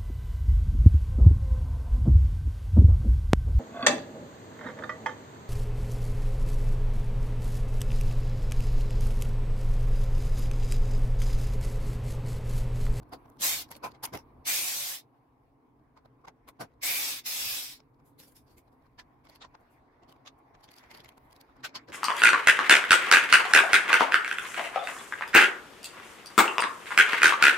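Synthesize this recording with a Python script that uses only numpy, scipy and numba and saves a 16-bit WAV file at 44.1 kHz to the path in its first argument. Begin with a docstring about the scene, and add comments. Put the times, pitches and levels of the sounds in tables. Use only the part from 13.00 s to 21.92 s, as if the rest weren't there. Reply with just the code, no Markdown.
"""First, fingers rub and knock on an opened plastic appliance while a quiet room hums below.
Then a cordless screwdriver runs in four short bursts: gears hiss, brushes fizz and the motor whines.
Between and after the bursts, the bit, the tool and fingers knock and rub the plastic parts, and just
after the last burst the tool scrapes softly on foam. Each knock or scrape is a soft-edged puff of
ringing noise. Left and right sound alike only in the bass."""
import sys
import numpy as np
from scipy import signal
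from scipy.fft import rfft, irfft, next_fast_len
from scipy.io import wavfile
from scipy.ndimage import uniform_filter1d, map_coordinates
from numba import njit

SR = 44100
rng = np.random.default_rng(int(sys.argv[2]) if len(sys.argv) > 2 else 0)


def inscribe(sig):
    """Save sig as 16-bit PCM at rate SR to the path in sys.argv[1].

    A 1-D sig is mono; a 2-D sig holds one channel per row.
    Samples are clipped to [-1, 1] before scaling.
    """
    pcm = np.round(np.clip(np.atleast_2d(sig).T, -1, 1) * 32767)
    wavfile.write(sys.argv[1], SR, pcm.astype(np.int16))


N = 393372


def undb(db):
    """Turn decibels into a gain to multiply by."""
    return 10 ** (np.asarray(db) / 20)


def on_log(table, hz):
    """Read between (frequency, value) rows, giving every octave equal room."""
    freqs, values = np.transpose(table)
    return np.interp(np.log(hz), np.log(freqs), values)


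# How alike left and right sound: (frequency [Hz], likeness [0-1])
STEREO_LIKENESS = [(40, .99), (85, .965), (150, .87), (330, .82), (550, .35), (1200, .22), (2000, .03),
                   (9000, .05)]

def hiss(colour):
    """Stereo noise of strength 1, shaped by (frequency [Hz], level [dB]) rows and silent outside them."""
    size = next_fast_len(N)
    hz = np.maximum(np.arange(size // 2 + 1) * SR / size, 1)
    gain = undb(on_log(colour, hz)) * (hz > colour[0][0]) * (hz < colour[-1][0])
    alike = np.clip(on_log(STEREO_LIKENESS, hz), 0, 1)
    mid, side = rfft(rng.standard_normal((2, size))) * gain * np.sqrt([1 + alike, 1 - alike])
    out = irfft([mid + side, mid - side], size)[:, :N]
    return out / np.sqrt(np.mean(out ** 2))


@njit
def band_pass(x, hz, sharp):
    """Let through the sound near a moving pitch; sharper means a narrower band."""
    out = np.empty(len(x))
    band, low, damping = 0., 0., 1 / sharp
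    for i in range(len(x)):
        g = np.tan(np.pi * hz[i] / SR)
        v = (band + g * (x[i] - low)) / (1 + g * (g + damping))
        band, low = 2 * v - band, low + 2 * g * v
        out[i] = damping * v
    return out


def ring(hz, sharp, steady=16000):
    """Noise ringing at a fixed or moving pitch, its level evened out over `steady` samples."""
    hz = np.full(N, hz, dtype=float)
    noise = hiss([(100, 0.01), (15000, 0)])
    out = np.array([band_pass(band_pass(channel, hz, sharp), hz, sharp) for channel in noise])
    return out / np.sqrt(uniform_filter1d(np.mean(out ** 2, axis=0), size=steady))


def wander(rate):
    """A smooth random curve, roughly -1 to 1, with a new goal `rate` times a second."""
    hold = int(SR / rate)
    steps = np.repeat(rng.standard_normal(N // hold + 1), hold)
    return 0.88 * uniform_filter1d(uniform_filter1d(steps, hold), hold)[:N]


def patchy(x, depth_db, hz, rate):
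    """Make patches of the sound, each `hz` wide, rise and fall at random `rate` times a second."""
    spectrum = signal.stft(x, nperseg=1024)[2]
    bins, frames = spectrum.shape[1:]
    grid = rng.standard_normal((300, 500))
    rows = np.arange(bins) * SR / 1024 / hz
    columns = np.arange(frames) * 512 / SR * rate
    places = np.meshgrid(rows, columns, indexing="ij")
    gain = undb(depth_db * map_coordinates(grid, places, order=1, mode="mirror"))
    out = signal.istft(spectrum * gain, nperseg=1024)[1][:, :N]
    return out / np.sqrt(np.mean(gain ** 2))


def curves(tables):
    """Join timed tables: give a switch (1 during a table, else 0), then a curve for each value column."""
    t = np.arange(N) / SR
    on = sum((t >= rows[0][0]) & (t < rows[-1][0]) for rows in tables)
    times, *columns = np.vstack(tables).T
    return uniform_filter1d(on * 1., size=60), *(np.interp(t, times, c) for c in columns)


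# The room's slow changes: (time [s], bass [dB], murmur [dB], air [dB])
ROOM_LEVELS = [(0.0, -63.5, -61.5, -64), (0.4, -68.5, -60, -66), (1.3, -62, -61, -64.5),
               (1.7, -75, -67.5, -63), (2.1, -73.5, -67.5, -70), (2.9, -70, -67.5, -70.5),
               (3.7, -71.5, -66, -72), (4.9, -70, -64.5, -73.5), (5.4, -71.5, -67.5, -70),
               (6.5, -70, -67, -66.5), (7.85, -71, -68.5, -64.5), (8.92, -74, -64, -65)]
# Tone of the room's airy noise: (frequency [Hz], level [dB])
AIR_COLOUR = [(190, -36.5), (330, -9), (355, -2), (390, -13.5), (437, -7), (491, -12.5), (707, -5),
              (1100, -6.5), (1420, -28.5), (2400, -37), (4000, -46), (5200, -78), (8800, -120)]
# Notes the room rings at: (pitch [Hz], width [Hz], level against the murmur [dB])
ROOM_NOTES = [(127, 33, -4), (270.4, 80, -1.5), (446, 130, -8.5), (1017, 380, -10)]
MIC_HISS_DB = -95.5

def room():
    """Machines murmur through the room's resonances, wavering over a faint microphone hiss."""
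    _, bass_db, murmur_db, air_db = curves([ROOM_LEVELS])
    bass_db += 3.3 * wander(4.3)
    murmur_db += 0.97 * wander(4)
    bass_db += 4.5 * wander(25)  # quick flicker
    out = undb(air_db + 2 * wander(8)) * patchy(hiss(AIR_COLOUR), 2.3, hz=148, rate=10)
    out += undb(MIC_HISS_DB) * hiss([(2500, 0), (16000, -1)])
    out += undb(bass_db) * hiss([(18, -8), (35, -0.5), (60, 1), (100, -3.5), (200, -14), (400, -20)])
    for hz, width, db in ROOM_NOTES:
        out += undb(murmur_db + db + 2.5 * wander(14)) * ring(hz, hz / width)
    return out


# Fingers sliding on plastic: (time [s], rub [dB], sizzle [dB])
RUB_LEVELS = [(0.0, -77, -92), (0.2, -72, -82), (0.38, -80, -84), (0.77, -72, -89), (1.03, -76, -92),
              (1.25, -76, -87.5), (2.04, -82, -94.5), (3.5, -81, -99), (5.101, -82, -93.5),
              (5.3, -81.5, -86), (6.29, -76.5, -96), (6.68, -71, -88), (6.84, -74.5, -98), (7.55, -74, -91),
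              (7.79, -66, -79.5), (7.95, -61, -86), (8.22, -73, -84), (8.38, -69, -83), (8.7, -70.5, -100),
              (8.79, -56.5, -93), (8.92, -90, -92)]

def rubbing():
    """Skin drags over plastic in uneven slips."""
    _, rub_db, sizzle_db = curves([RUB_LEVELS])
    slips = undb(2 * wander(37))
    drag = hiss([(900, -2.5), (1400, 6.5), (2200, 5), (2900, -7), (4800, -11.5), (9000, -29)])
    sizzle = hiss([(7500, -14), (11000, -1.5), (13500, -3.5), (16000, -7)])
    return slips * patchy(undb(rub_db) * drag + undb(sizzle_db) * sizzle, 3.7, hz=397, rate=27)


def stray_touches(count=40, fade_s=0.018):
    """Extra knock rows for faint random touches, louder where the rubbing is louder."""
    when, size, shell_pick, clack_pick = rng.random((count, 4)).T
    times, rub_db, _ = np.transpose(RUB_LEVELS)
    when = when * times[-1]
    levels = np.interp(when, times, rub_db) - 9 - 2.5 * np.log(size)  # a few stand out
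    return [(s, db + 8, db, db - 8, 600 + 500 * low, 1600 + 3000 * high, fade_s)
            for s, db, low, high in zip(when, levels, shell_pick, clack_pick)]


# Knocks on the plastic and, from about 5.0 to 5.75 s, soft scrapes of the tool sliding on foam:
# (peak time [s], shell [dB], clack [dB], sizzle [dB], shell pitch [Hz], clack pitch [Hz], fade [s])
KNOCKS_AND_SCRAPES = [(0.0316, -62, -75.5, -77, 725, 4300, 0.01), (0.095, -78, -85, -77, 535, 1710, 0.008),
                      (0.1352, -45, -50.5, -56, 708, 4660, 0.028), (0.2588, -62, -75, -84, 710, 2200, 0.01),
                      (0.3005, -63, -83, -67, 593, 1701, 0.0047), (0.371, -68, -80, -77, 890, 3560, 0.006),
                      (0.41, -56, -54, -40, 597, 3700, 0.008), (0.69, -70, -69, -72, 696, 1690, 0.017),
                      (0.7153, -53.5, -54.5, -46.5, 634, 4800, 0.0065),
                      (0.7234, -56.5, -51, -55, 886, 2040, 0.029),
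                      (0.7534, -67, -57.5, -62, 860, 4620, 0.006),
                      (0.7662, -58.5, -60, -55, 557, 4340, 0.018),
                      (0.848, -36.5, -41.5, -47.5, 990, 2450, 0.038),
                      (0.9186, -70, -62.5, -72, 1001, 4480, 0.011),
                      (0.9501, -61, -63, -83, 837, 2120, 0.024), (1.0408, -41, -39, -34, 1014, 5280, 0.01),
                      (1.0542, -44, -39.5, -33.5, 990, 5000, 0.013),
                      (1.074, -56, -59, -64, 980, 2170, 0.04),
                      (1.138, -46.5, -45.5, -50.5, 590, 2040, 0.011),
                      (1.152, -41.5, -43.5, -47.5, 600, 2080, 0.023),
                      (1.1744, -49.5, -53.5, -52, 800, 2164, 0.011),
                      (1.1895, -57, -57.5, -64, 916, 5450, 0.031),
                      (2.975, -60, -68, -83.5, 1010, 2200, 0.024),
                      (3.0583, -59.5, -73.5, -83, 738, 4060, 0.01),
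                      (3.2542, -54, -65.5, -85, 1085, 2170, 0.0085),
                      (3.2833, -51, -54, -69, 873, 2120, 0.019),
                      (3.4883, -54, -55.5, -56, 1040, 2140, 0.021),
                      (3.6141, -42, -42.8, -48.5, 682, 1530, 0.034),
                      (4.8037, -64.5, -65.5, -84, 830, 5200, 0.01),
                      (5.067, -80, -79, -68, 511, 1539, 0.069), (5.2007, -69.5, -57, -53, 530, 4190, 0.041),
                      (5.2348, -74.5, -61.5, -59, 527, 5340, 0.056),
                      (5.2817, -73, -71, -61, 533, 4715, 0.048), (5.3225, -83, -77, -66, 506, 1604, 0.025),
                      (5.367, -83, -63, -57.5, 734, 5230, 0.049), (5.4805, -72, -73, -77, 710, 4770, 0.04),
                      (5.5123, -74, -71.5, -70.5, 497, 4620, 0.064),
                      (5.582, -71, -66, -61, 500, 2210, 0.032), (5.7288, -70, -84, -82.5, 704, 1523, 0.04),
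                      (5.9965, -56.5, -48, -67.5, 980, 1740, 0.025),
                      (6.2528, -66, -67.5, -75, 882, 2260, 0.024),
                      (6.2713, -67, -64.5, -87, 1033, 2130, 0.017),
                      (6.298, -63.5, -60.5, -66, 636, 4460, 0.02),
                      (6.327, -70, -64, -78, 1000, 2030, 0.062),
                      (6.359, -63.5, -60.5, -65, 960, 4500, 0.017),
                      (6.4234, -56.5, -50, -83, 1250, 3730, 0.037),
                      (6.4497, -53, -58, -88, 980, 1850, 0.016), (6.552, -55.5, -63, -97, 1030, 1510, 0.01),
                      (6.6093, -66, -84.5, -79, 700, 2070, 0.04), (6.721, -80, -87, -74, 1010, 1780, 0.077),
                      (7.0342, -63.5, -69.5, -91, 697, 2750, 0.023),
                      (7.095, -64.5, -64.5, -71, 590, 4550, 0.039),
                      (7.1251, -63.5, -64, -70, 1070, 3300, 0.0063),
                      (7.262, -61, -57, -74, 1100, 2180, 0.008),
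                      (7.277, -56.5, -48, -69, 1195, 3620, 0.022),
                      (7.3888, -70, -92.5, -76.5, 1030, 1700, 0.02),
                      (7.5513, -62.5, -65, -91, 1065, 1670, 0.015), (7.61, -69, -72, -79, 1060, 1900, 0.01),
                      (7.6416, -65, -58.5, -65, 830, 4608, 0.025),
                      (7.6893, -67.5, -61, -87, 514, 3250, 0.02),
                      (7.716, -73, -60.5, -63, 872, 4500, 0.013), (7.74, -72, -60, -68, 1044, 4600, 0.01),
                      (7.765, -66, -63, -64, 980, 4670, 0.015),
                      (7.7847, -64.5, -56.5, -63, 880, 4730, 0.027),
                      (7.8392, -63.5, -62.5, -89, 620, 2170, 0.02),
                      (7.8616, -69, -72.5, -91, 700, 2220, 0.019), (7.914, -58, -52, -63, 900, 2070, 0.025),
                      (7.949, -60, -52.5, -62, 577, 4500, 0.022),
                      (7.9745, -66, -58.5, -63.4, 980, 2250, 0.0086),
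                      (7.983, -60, -64, -68, 915, 4700, 0.017),
                      (8.0038, -63.5, -55.5, -66, 530, 3400, 0.021),
                      (8.047, -66, -57.5, -64, 699, 4672, 0.0051),
                      (8.059, -65, -57.5, -77, 915, 2050, 0.017),
                      (8.0906, -63, -57.5, -61, 968, 3122, 0.013),
                      (8.1225, -67, -71.5, -84, 710, 2290, 0.02),
                      (8.18, -57.5, -66.5, -67.5, 872, 1530, 0.006),
                      (8.25, -79, -88, -78, 870, 1981, 0.051), (8.311, -71, -72, -72, 807, 3120, 0.014),
                      (8.329, -66, -63.5, -66, 950, 4700, 0.006), (8.3638, -71, -65, -69, 506, 3929, 0.016),
                      (8.4124, -70, -59.5, -62, 544, 4540, 0.011),
                      (8.4963, -65.5, -88, -94, 1265, 1620, 0.028),
                      (8.5671, -64.5, -76, -80, 1120, 1650, 0.019),
                      (8.6511, -49, -34, -48, 1186, 1476, 0.029),
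                      (8.6936, -65.5, -59, -87, 580, 2360, 0.024),
                      (8.7602, -45.5, -36.5, -55, 1020, 4620, 0.025),
                      (8.887, -63, -55.5, -74, 656, 1959, 0.014),
                      (8.901, -52.5, -55, -70, 570, 1670, 0.029)]
THUMP_DB, THUMP_DB_PER_OCTAVE = -3.5, -16.5  # against the shell at 700 Hz; lower notes thump more
TICK_DB, HARD_KNOCK_DB = 13.5, -53  # tick against the clack; clack level that counts as hard

def knocks_and_scrapes():
    """A soft swell leads into each contact's peak, then it ticks and fades, in four bands, low to high: thump,
    shell, clack, sizzle."""
    power, pitch = np.zeros((4, N + SR)), np.full((2, N), 1000.)
    t = np.arange(-SR // 8, SR // 8) / SR  # seconds from the peak
    contacts = sorted(KNOCKS_AND_SCRAPES + stray_touches())
    for peak_s, shell_db, clack_db, sizzle_db, shell_hz, clack_hz, fade_s in contacts:
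        swell_s = 0.011 + 0.19 * fade_s
        span = np.where(t < 0, swell_s, max(fade_s, .002))
        span = span * np.array([[1.4], [1.15], [1], [.95]])  # low bands are slower
        puff = undb(-18 * np.abs(t / span) ** np.where(t < 0, 2.2, 1.4))
        # hard or drawn-out contacts bury the tick
        tick_db = TICK_DB - 0.47 * max(clack_db - HARD_KNOCK_DB, 0) - 150 * fade_s
        tick_shape = np.exp(np.where(t < 0, t / 0.00025, -t / 0.0012))
        tick = undb(tick_db + np.array([[-30], [-6], [0], [0]])) * tick_shape
        thump_db = shell_db + THUMP_DB + THUMP_DB_PER_OCTAVE * np.log2(shell_hz / 700)
        gains = undb([[thump_db], [shell_db], [clack_db], [sizzle_db]])
        i = int(peak_s * SR)
        power[:, i:i + len(t)] += gains ** 2 * (puff ** 2 + tick ** 2)
        pitch[:, max(int((peak_s - swell_s) * SR), 0):] = [[shell_hz], [clack_hz]]
    # each band's loudness curve shapes its own noise
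    thump, shell, clack, sizzle = np.sqrt(power[:, SR // 8:SR // 8 + N])
    out = undb(1.5) * thump * hiss([(70, -2), (130, 2.3), (350, 0), (550, -0.5)])
    out += shell * (ring(pitch[0], 7.8, steady=300) + hiss([(400, -6.5), (800, 1.5), (1600, -5.5)]))
    body = hiss([(1300, -4), (2000, 0), (3300, -2), (5200, -3), (7000, -11), (10000, -30)])
    body = patchy(body, 3.5, hz=450, rate=30)
    out += undb(-2.5) * clack * (body + undb(-1.5) * ring(pitch[1], 6.9, steady=100))
    treble = hiss([(4500, -26), (6500, -8.5), (8500, -8), (11000, -2), (13300, -3),
                   (14500, -8.5), (16000, -13.5)])
    return out + undb(-2) * sizzle * patchy(treble, 4, hz=350, rate=57)


# One list per burst: (time [s], gears [dB], whine pitch [Hz], whine against the gears [dB])
BURSTS = [
    [(0.375, -96.5, 2300, -10), (0.395, -59, 2250, -11.5), (0.413, -48, 2150, -9),
     (0.42, -37.5, 2080, -11.5), (0.441, -33, 2030, -5), (0.519, -36.5, 2280, -8),
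     (0.549, -39.5, 2270, -10), (0.621, -45.5, 2400, -22), (0.68, -84, 2240, -12)],
    [(1.435, -105, 2290, -6.5), (1.455, -50, 2260, -5), (1.477, -36, 2100, -6), (1.537, -36.5, 2370, -2.5),
     (1.606, -38.5, 2390, -4.5), (1.898, -42.5, 2560, -15), (1.962, -46, 2520, -28),
     (2.002, -57.5, 2360, -20), (2.06, -96.5, 2220, -12.5)],
    [(3.8, -105, 2200, -17), (3.816, -59.5, 2210, 0), (3.834, -38, 2060, -4), (3.88, -37, 2300, 0.5),
     (3.966, -37.5, 2380, -2.5), (4.112, -39.5, 2480, -6.5), (4.196, -48, 2240, -10),
     (4.235, -75, 2290, -7)],
    [(4.235, -72, 2440, -5), (4.263, -40.5, 2550, -7), (4.297, -40.5, 2620, -12.5), (4.55, -40, 2640, -5),
     (4.594, -41.5, 2550, -16), (4.65, -45, 2560, -29), (4.738, -52.5, 2420, -23), (4.782, -67, 2310, -17),
     (4.84, -100, 2290, -14)],
]
# Each burst's mix at full power, against the gears: (housing [dB], fizz [dB], top hiss [dB], octave [dB])
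BURST_MIX = [(-9.5, 4, 4.5, -9), (-11, 3.5, 6, -14), (-11.5, 0.5, 4, -14), (-14, 0, 3, -5)]
# How those four drop for each dB below full power: (housing, fizz, top hiss, octave) [dB per dB]
MIX_DROP = [-0.2, -0.29, -0.31, -0.23]
# Tone of the gear hiss: (frequency [Hz], level [dB])
GEAR_COLOUR = [(820, -30), (1400, -18), (2100, -8.5), (2390, -8), (2860, -8.5), (3650, -3.5), (4460, -7),
               (4910, -5), (5800, -6), (7540, -35), (12800, -120)]
# Tone of the housing's rumble: (frequency [Hz], level [dB])
HOUSING_COLOUR = [(88, -36.5), (150, -6.5), (215, -20.5), (258, -11), (629, -6.5), (723, -2.5), (1300, -5),
                  (1900, -6), (2470, -33.5), (4180, -120)]
# Notes the housing rings at: (pitch [Hz], width [Hz], relative level [dB])
HOUSING_NOTES = [(300, 40, -8), (564, 40, -3), (713, 26, -0.5), (846, 60, -3.5), (1073.5, 40, -0.5),
                 (1706, 46, 0.5)]

def screwdriver():
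    """Gears hiss, brushes fizz, the housing rumbles and rings, and the motor whines in two octaves."""
    bursts = []
    for rows, mix_db in zip(BURSTS, BURST_MIX):
        full_db = max(row[1] for row in rows)
        bursts.append([(*row, *(mix_db + np.array(MIX_DROP) * (full_db - row[1]))) for row in rows])
    on, gear_db, whine_hz, whine_db, housing_db, fizz_db, top_db, octave_db = curves(bursts)
    gears = undb(3 + 0.96 * wander(60)) * hiss(GEAR_COLOUR)
    housing = undb(0.5 + 0.88 * wander(30)) * hiss(HOUSING_COLOUR)
    for hz, width, db in HOUSING_NOTES:
        housing += undb(db - 10 + 2.5 * wander(12)) * ring(hz, hz / width)
    fizz_colour = [(5300, -14.5), (6100, 0.5), (7300, 0), (8500, 1), (9400, -4.5), (10000, -5)]
    fizz = undb(fizz_db + 1.5 * wander(55)) * hiss(fizz_colour)
    top_colour = [(9500, -8), (10500, -2), (12500, 0), (14500, -2), (16000, -8)]
    top = undb(top_db + 0.79 * wander(50)) * hiss(top_colour)
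    whine_hz *= 1 + 0.016 * wander(30)
    whine = undb(whine_db + 4.9 * wander(40)) * ring(whine_hz, sharp=4.8)
    octave = undb(octave_db + 0.83 * wander(35)) * ring(2 * whine_hz, sharp=14.)
    hissing = patchy(gears + fizz + top, 4.6, hz=90.75, rate=22)
    return on * undb(gear_db) * (hissing + undb(housing_db) * housing + whine + octave)


def scene():
    """The work on the bench and the room around it, added together."""
    return screwdriver() + knocks_and_scrapes() + rubbing() + room()


def record(dry, top_hz=15800):
    """Cut away the very highest treble."""
    return signal.sosfilt(signal.ellip(10, .2, 75, top_hz, fs=SR, output="sos"), dry)


dry = scene()
out = record(dry)
inscribe(out)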